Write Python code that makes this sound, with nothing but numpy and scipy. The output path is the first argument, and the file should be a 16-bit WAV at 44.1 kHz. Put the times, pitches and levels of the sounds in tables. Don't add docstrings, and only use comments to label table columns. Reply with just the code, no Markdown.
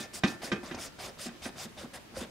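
import sys
import numpy as np
from scipy import signal
from scipy.io import wavfile

SR = 44100
rng = np.random.default_rng(int(sys.argv[2]) if len(sys.argv) > 2 else 0)


def to_linear_factor(level_db):
    exponent = np.asarray(level_db, float) / 20
    return 10 ** exponent


def materialize(psi):
    bounded = np.clip(np.atleast_2d(psi).T, -1, 1)
    quanta = np.round(bounded * 32767).astype(np.int16)
    wavfile.write(sys.argv[1], SR, quanta)


N = 101430
T = np.arange(N) / SR

# pitch in Hz, likeness (1 = the same).
LIKENESS = [(60, 0.92), (250, 1), (700, 0.91), (2500, 0.8), (8000, 0.79), (15000, 0.62)]


def rms_one(x):
    return x / np.sqrt(np.mean(x ** 2) + 1e-20)


def at_hz(points, hz):
    table = np.array(points)
    return np.interp(np.log(hz), np.log(table[:, 0]), table[:, 1])


def filtered(x, order, hz, kind="low"):
    return signal.sosfilt(signal.butter(order, hz, kind, fs=SR, output="sos"), x)


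def right_louder(db):
    return to_linear_factor(np.array([[-1], [1]]) * db)


def drift(rate):
    r = np.exp(-2 * np.pi * rate * 40 / SR)
    noise = rng.standard_normal(N // 40 + 2002)
    slow = signal.lfilter([1], [1, -2 * r, r * r], noise)[2000:]
    return np.interp(np.arange(N) / 40, np.arange(len(slow)), rms_one(slow))


def ring(x, hz, t60):
    r = to_linear_factor(-60 / (t60 * SR))
    w = 2 * np.pi * hz / SR
    return signal.lfilter([0, np.sin(w)], [1, -2 * r * np.cos(w), r * r], x + 1e-18)


def slips(rate, spread_db):
    sizes = to_linear_factor(spread_db * np.minimum(rng.exponential(1, (2, 2, N)), 5))
    sizes = sizes * rng.choice([-1, 1], (2, 2, N))
    happens = rng.random((2, 2, N)) < rate / SR
    return rms_one(sizes * happens)


def banded(white, spectrum, patchy_db, shape, likeness, rate=12):
    out, power = 0, 0
    edges = 20 * 2 ** np.arange(0, 10.1, 1 / 3)
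    for k, (low, high) in enumerate(zip(edges, edges[1:])):
        hz = np.sqrt(low * high)
        if spectrum[0][0] / 1.3 < hz < spectrum[-1][0] * 1.3:
            mid, side = filtered(white[k % 2], 2, [low, high], "band")
            alike = np.clip(at_hz(likeness, hz), -1, 1)
            gain = to_linear_factor(at_hz(spectrum, hz))
            power += gain ** 2 * (high - low) * 2 / SR
            stereo = np.sqrt(1 + alike) * mid + np.sqrt(1 - alike) * side * [[1], [-1]]
            out = out + gain * to_linear_factor(patchy_db * drift(rate)) * shape(hz) * stereo / np.sqrt(2)
    return out / np.sqrt(power)


def chatter(s, length, count):
    x = np.zeros(N)
    draw = rng.random((count, 3))
    later = np.arange(count) > 0
    when = s + length * np.arange(count) / count + 0.001908 * draw[:, 0] * later
    weak = (0.056 + 0.15 * draw[:, 1]) * np.sign(draw[:, 2] - .5)
    x[np.clip((when * SR).astype(int), 0, N - 1)] = np.where(later, weak, 1)
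    return x


def air():
    # pitch in Hz, level in dB per Hz.
    air_spectrum = [(12, -39), (20, -10.5), (214, -1.5), (441, -6.5), (535, -8.5), (3010, -15), (5110, -19),
                    (10800, -26), (15600, -33)]
    # pitch in Hz, likeness.
    air_likeness = [(40, 0.97), (250, 0.26), (1000, 0.067), (15000, 0.05)]
    white = rng.standard_normal((2, 2, N))
    return to_linear_factor(-52.5) * banded(white, air_spectrum, 1.2, lambda hz: 1, air_likeness)


def arm():
    # pitch in Hz, level in dB per Hz.
    arm_spectrum = [(30, -15), (60, -18), (110, -10), (170, -6)]
    white = rng.standard_normal((2, 2, N))
    return to_linear_factor(-68) * banded(white, arm_spectrum, 3.4, lambda hz: 1, LIKENESS, rate=3.5)


def room(x):
    t60_s, wall_cut_hz = 0.42, 5100
    out = np.zeros((2, N))
    dull = np.exp(-2 * np.pi * wall_cut_hz / SR)
    lags = (rng.uniform(.012, .035, 12) * SR).astype(int)
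    for k, lag in enumerate(lags):
        loop, state = x.copy(), [0.]
        gain = to_linear_factor(-60 * lag / SR / t60_s)
        for i in range(lag, N, lag):
            back, state = signal.lfilter([gain * (1 - dull)], [1, -dull], loop[i - lag:i], zi=state)
            loop[i:i + lag] += back[:N - i]
        out[k % 2] += (loop - x) * (-1) ** (k // 2)
    return out


def ticks():
    # start in seconds, peak level in dB, pitch in Hz, time to fade by 60 dB in seconds.
    tick_list = [(.142, -40, 5600, 0.029), (.322, -37, 750, 0.036), (.332, -50, 2530, .06),
                 (.417, -48, 1780, 0.023), (.433, -29, 700, .018), (.711, -35, 1695, .015),
                 (.746, -27, 762, 0.0075), (.748, -54, 1378, 1), (.787, -40, 2260, .04),
                 (.788, -44, 1400, .025), (.989, -46, 1510, 0.029), (1.002, -36, 740, 0.037),
                 (1.173, -47, 990, 0.022), (1.192, -42.5, 1300, 0.035), (1.205, -50, 577, 0.24),
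                 (1.417, -54, 660, 0.012), (1.462, -34, 600, 0.042), (1.558, -43.5, 1440, 0.012),
                 (1.582, -44, 3640, .02), (1.775, -42, 611, 0.038), (1.936, -48, 583, 0.14),
                 (2.143, -57, 520, 0.049), (2.169, -32, 650, 0.015), (2.228, -36.5, 486, 0.063)]
    out = np.zeros(N)
    for s, db, hz, t60 in tick_list:
        age = np.maximum(T - s, 0)
        main = np.sin(2 * np.pi * hz * age)
        above = 0.22 * np.exp(-age / 0.0063) * np.sin(2 * np.pi * 2.6 * hz * age)
        out += to_linear_factor(db - 60 * age / t60) * (main + above)
    return out * right_louder(.6)


def knocks():
    # start in seconds, level in dB, length of the chatter in seconds.
    knock_list = [(0.2347, -19.5, .022), (0.273, -40, 0.018), (.434, -43, .006), (0.5163, -24.5, 0.016),
                  (0.557, -42.5, 0.017), (0.712, -37, 0.018), (0.7476, -44.5, 0.0032),
                  (1.263, -41.5, 0.011), (1.289, -44, .006), (1.454, -34.5, 0.014), (2.171, -54, 0.0069)]
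    # pitch in Hz, level in dB per Hz.
    crack_spectrum = [(290, -79), (500, -3), (1000, -7), (1600, -3), (2430, -9), (3440, -5), (3770, -14),
                      (12000, -6.5), (15600, -75), (22000, -120)]
    # pitch in Hz, level in dB, time to fade by 60 dB in seconds.
    object_tones = [(1210, -4, .09), (1380, -17, .4), (1565, 2.5, .06), (1604, -14, .3), (1777, -13, .7),
                    (1804, -21, .5), (1946, 0, .06), (2220, -9, .1), (2409, -1, .08), (2530, -10, .22),
                    (3200, -5.5, .085), (3495, -11, .08), (3718, -5, .07), (5290, -10, .05)]
    crack_db, crack_tail_s = -6, 0.0099
    rings_db, right_db, lag_s = -7.5, 5, 0.000073
    earlier_s, earlier_db = 0.019, -26
    hold, touches, rings = np.zeros(N), np.zeros(N), 0
    for s, db, length in knock_list:
        rise = np.clip((T - s) * 600, 0, 1)
        fade = np.exp(-np.maximum(T - s - 0.59 * length, 0) / (crack_tail_s + 0.27 * length))
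        hold += to_linear_factor(db) * rise * fade
        touches += to_linear_factor(db) * chatter(s, length, count=6)
    crack = banded(slips(6000, 3.0), crack_spectrum, 1.5, lambda hz: hold, LIKENESS)
    for hz, db, t60 in object_tones:
        struck = np.roll(touches, rng.integers(0, 150))
        struck[0] = to_linear_factor(earlier_db - 60 * earlier_s / t60)
        tone = to_linear_factor(db) * ring(struck, hz, t60)
        late = np.interp(T - lag_s * rng.uniform(0.04, 1.7), T, tone)
        rings = rings + np.array([late, tone]) * right_louder(.5 * rng.normal(right_db, 2))
    return filtered(to_linear_factor(crack_db) * crack + to_linear_factor(rings_db) * rings, 4, 5200)


def thumps():
    # start in seconds, peak level in dB, pitch in Hz, length of contact in seconds.
    thump_list = [(.002, -32, 227, 0.007), (.2362, -12.5, 202, 0.008), (0.2375, -20, 359, 0.005),
                  (.259, -40, 346, 0.0092), (.29, -43, 230, 0.019), (.345, -41, 348, 0.012),
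                  (0.399, -44.5, 350, .01), (.141, -43.5, 374, 0.0016), (0.437, -37, 240, 0.0064),
                  (0.5169, -19, 200, 0.014), (0.525, -29.5, 347, 0.0091), (0.561, -32, 352, 0.057),
                  (0.63, -33, 240, 0.0078), (0.712, -28, 241, 0.0084), (0.7469, -35.5, 304, 0.0029),
                  (1.259, -28, 253, 0.014), (1.289, -40.5, 260, 0.0044), (1.352, -44.5, 343, 0.0099),
                  (1.456, -31, 240, 0.014), (1.478, -37, 220, .012), (1.534, -47, 255, 0.015),
                  (1.65, -32, 222.6, 0.016), (1.776, -47, 190, 0.0058), (1.836, -31.5, 245, 0.012),
                  (1.939, -46.5, 536, 0.0071), (2.123, -42.5, 231, 0.0078), (2.168, -32, 532, 0.0033),
                  (2.21, -28, 241, 0.013), (2.268, -47.5, 223, 0.0086)]
    # pitch in Hz, level in dB, time to fade by 60 dB in seconds.
    desk_tones = [(132, -2, 0.056), (194, -35, 0.17), (241, -22, 0.19), (302, -11.5, 0.055),
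                  (345.7, -4, 0.13), (365, -9, 0.21), (530, -4.5, 0.031), (651, -8, 0.049),
                  (758, -10, 0.13)]
    # pitch in Hz, level in dB per Hz.
    shudder_spectrum = [(70, 0.5), (130, -1), (220, 14), (350, 4.5), (700, -6.5), (1300, -9)]
    spot_t60_s, desk_db = 0.059, -9
    shudder_db, shudder_tail_s = -16.5, 0.032
    spot, touches, shake = np.zeros(N), np.zeros(N), np.zeros(N)
    for s, db, hz, length in thump_list:
        contact = (T > s) * (T < s + length)
        push = to_linear_factor(db) * np.sin(2 * np.pi * hz * (T - s)) * contact * 2 / (length * SR)
        spot += ring(push, hz, spot_t60_s)
        touches += to_linear_factor(db) * chatter(s, length, count=1)
        rise = np.sin(np.pi / 2 * np.clip((T - s) / 0.0035, 0, 1)) ** 2
        shake += to_linear_factor(db) * rise * np.exp(-np.maximum(T - s, 0) / shudder_tail_s)
    soft = filtered(touches, 2, 800)
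    desk = sum(to_linear_factor(db) * ring(soft, hz, t60) for hz, db, t60 in desk_tones)
    body = filtered(spot + to_linear_factor(desk_db) * desk, 4, 138, "high")
    shudder = banded(slips(1300, 2.27), shudder_spectrum, 3.76, lambda hz: shake, LIKENESS)
    return body * right_louder(.3) + to_linear_factor(shudder_db) * shudder


def scuffs():
    # start in seconds, length in seconds, level in dB, pitch in Hz.
    scuff_list = [(0.135, 0.066, -46.5, 7700), (0.148, .055, -71, 5460), (0.274, 0.019, -40.5, 4570),
                  (0.428, 0.1, -55.5, 7500), (0.657, 0.027, -50.5, 5370), (0.743, 0.021, -50, 5300),
                  (2.153, 0.097, -51.5, 75), (0.306, 0.068, -55, 89), (1.584, .04, -52, 6500),
                  (1.775, .04, -55, 190), (1.045, 0.027, -52, 5000), (.79, .09, -62, 12500),
                  (1.0, .09, -63, 12500), (1.19, .09, -60, 12500), (1.575, .085, -61, 12500),
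                  (.432, .06, -54, 5200), (1.78, .06, -58, 5200)]
    out = 0
    grit = slips(2400, 3.3)[0]
    for s, length, db, hz in scuff_list:
        mid, side = rms_one(filtered(grit, 2, [hz * .8, hz * 1.25], "band"))
        u = np.clip((T - s) / length, 0, 1)
        swell = np.sin(np.pi * u ** 0.53) ** 0.49 * (u < 1)
        out = out + to_linear_factor(db) * swell * (mid + 0.41 * side * np.array([[1], [-1]]))
    return out


def stroke_shape(hz, drag):
    # start in seconds, length in seconds, speed as hiss level in dB,
    # drag on the pad in dB above the hiss, place of the peak from 0 to 1.
    stroke_list = [(-.03, .1, -49, 2, 0.4), (0.128, 0.075, -45.5, -7.5, 0.48),
                   (0.259, 0.11, -51, 1.5, 0.28), (0.417, 0.095, -47.5, 4, 0.29), (0.631, 0.18, -58, 9, 0),
                   (0.761, 0.13, -46.5, -3.5, 0.58), (0.984, 0.13, -48.5, 1.5, 0.4),
                   (1.178, 0.12, -45.5, -7, 0.47), (1.417, 0.092, -48.5, 0.5, 0.38),
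                   (1.551, 0.12, -46, -4.5, 0.57), (1.768, 0.098, -55, 6.5, 0.37),
                   (1.931, 0.059, -50.5, 1, 0.37), (2.136, 0.084, -51, 4.5, 0.59),
                   (2.205, 0.054, -51.5, 3, 0.26)]
    t = T[::32]
    out = np.zeros(len(t))
    power = max(0.26 + 0.32 * np.log2(hz / 1000), .1)
    for s, length, db, drag_db, skew in stroke_list:
        bend = np.log(.5) / np.log(np.clip(skew, .1, .9))
        u = np.clip((t - s) / length, 0, 1) ** bend
        speed = np.maximum(np.sin(np.pi * u), 0)
        out += to_linear_factor(db + drag * drag_db) * speed ** power * (u < 1)
    return np.interp(T, t, out)


def rubbing():
    # pitch in Hz, level in dB per Hz.
    hiss_spectrum = [(880, -23), (1500, -2.5), (2650, -5), (3220, 3), (3550, -7), (4910, -3), (5910, -2),
                     (8740, -1.5), (15600, -17)]
    # pitch in Hz, level in dB per Hz.
    drag_spectrum = [(35, -40), (60, 1.5), (158, -2.5), (302, -5), (569, -5), (2240, -7), (2970, -13),
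                     (4000, -14.5), (5200, -42), (8800, -120)]
    # pitch in Hz, width in Hz, lift in dB.
    sheet_tones = [(600, 290, 5.5), (3620, 230, 7.5), (4890, 680, 7.5), (6600, 330, 2.5), (8800, 130, 5)]
    hiss = banded(slips(6000, 2), hiss_spectrum, 2.4,
                  lambda hz: stroke_shape(hz, drag=False), LIKENESS, rate=21)
    drag = banded(slips(2500, 3.3), drag_spectrum, 2.94,
                  lambda hz: stroke_shape(hz, drag=True), LIKENESS, rate=13.7)
    x = to_linear_factor(1.5) * hiss + to_linear_factor(-1) * drag
    for hz, width_hz, db in sheet_tones:
        b, a = signal.iirpeak(hz, hz / width_hz, fs=SR)
        x = x + (to_linear_factor(db) - 1) * signal.lfilter(b, a, x)
    return x


def scene():
    near = rubbing() + scuffs() + thumps() + knocks() + ticks()
    walls = filtered(room(near.mean(axis=0)), 2, 400, "high")
    return near + to_linear_factor(-17.5) * walls + arm() + air()


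def low_pass(x):
    return signal.sosfilt(signal.butter(12, 15730, fs=SR, output="sos"), x)


def record(dry):
    steep = signal.ellip(12, .5, 90, 15700, fs=SR, output="sos")
    mix = signal.sosfilt(steep, dry)
    return low_pass(mix)


dry = scene()
out = record(dry)
materialize(out)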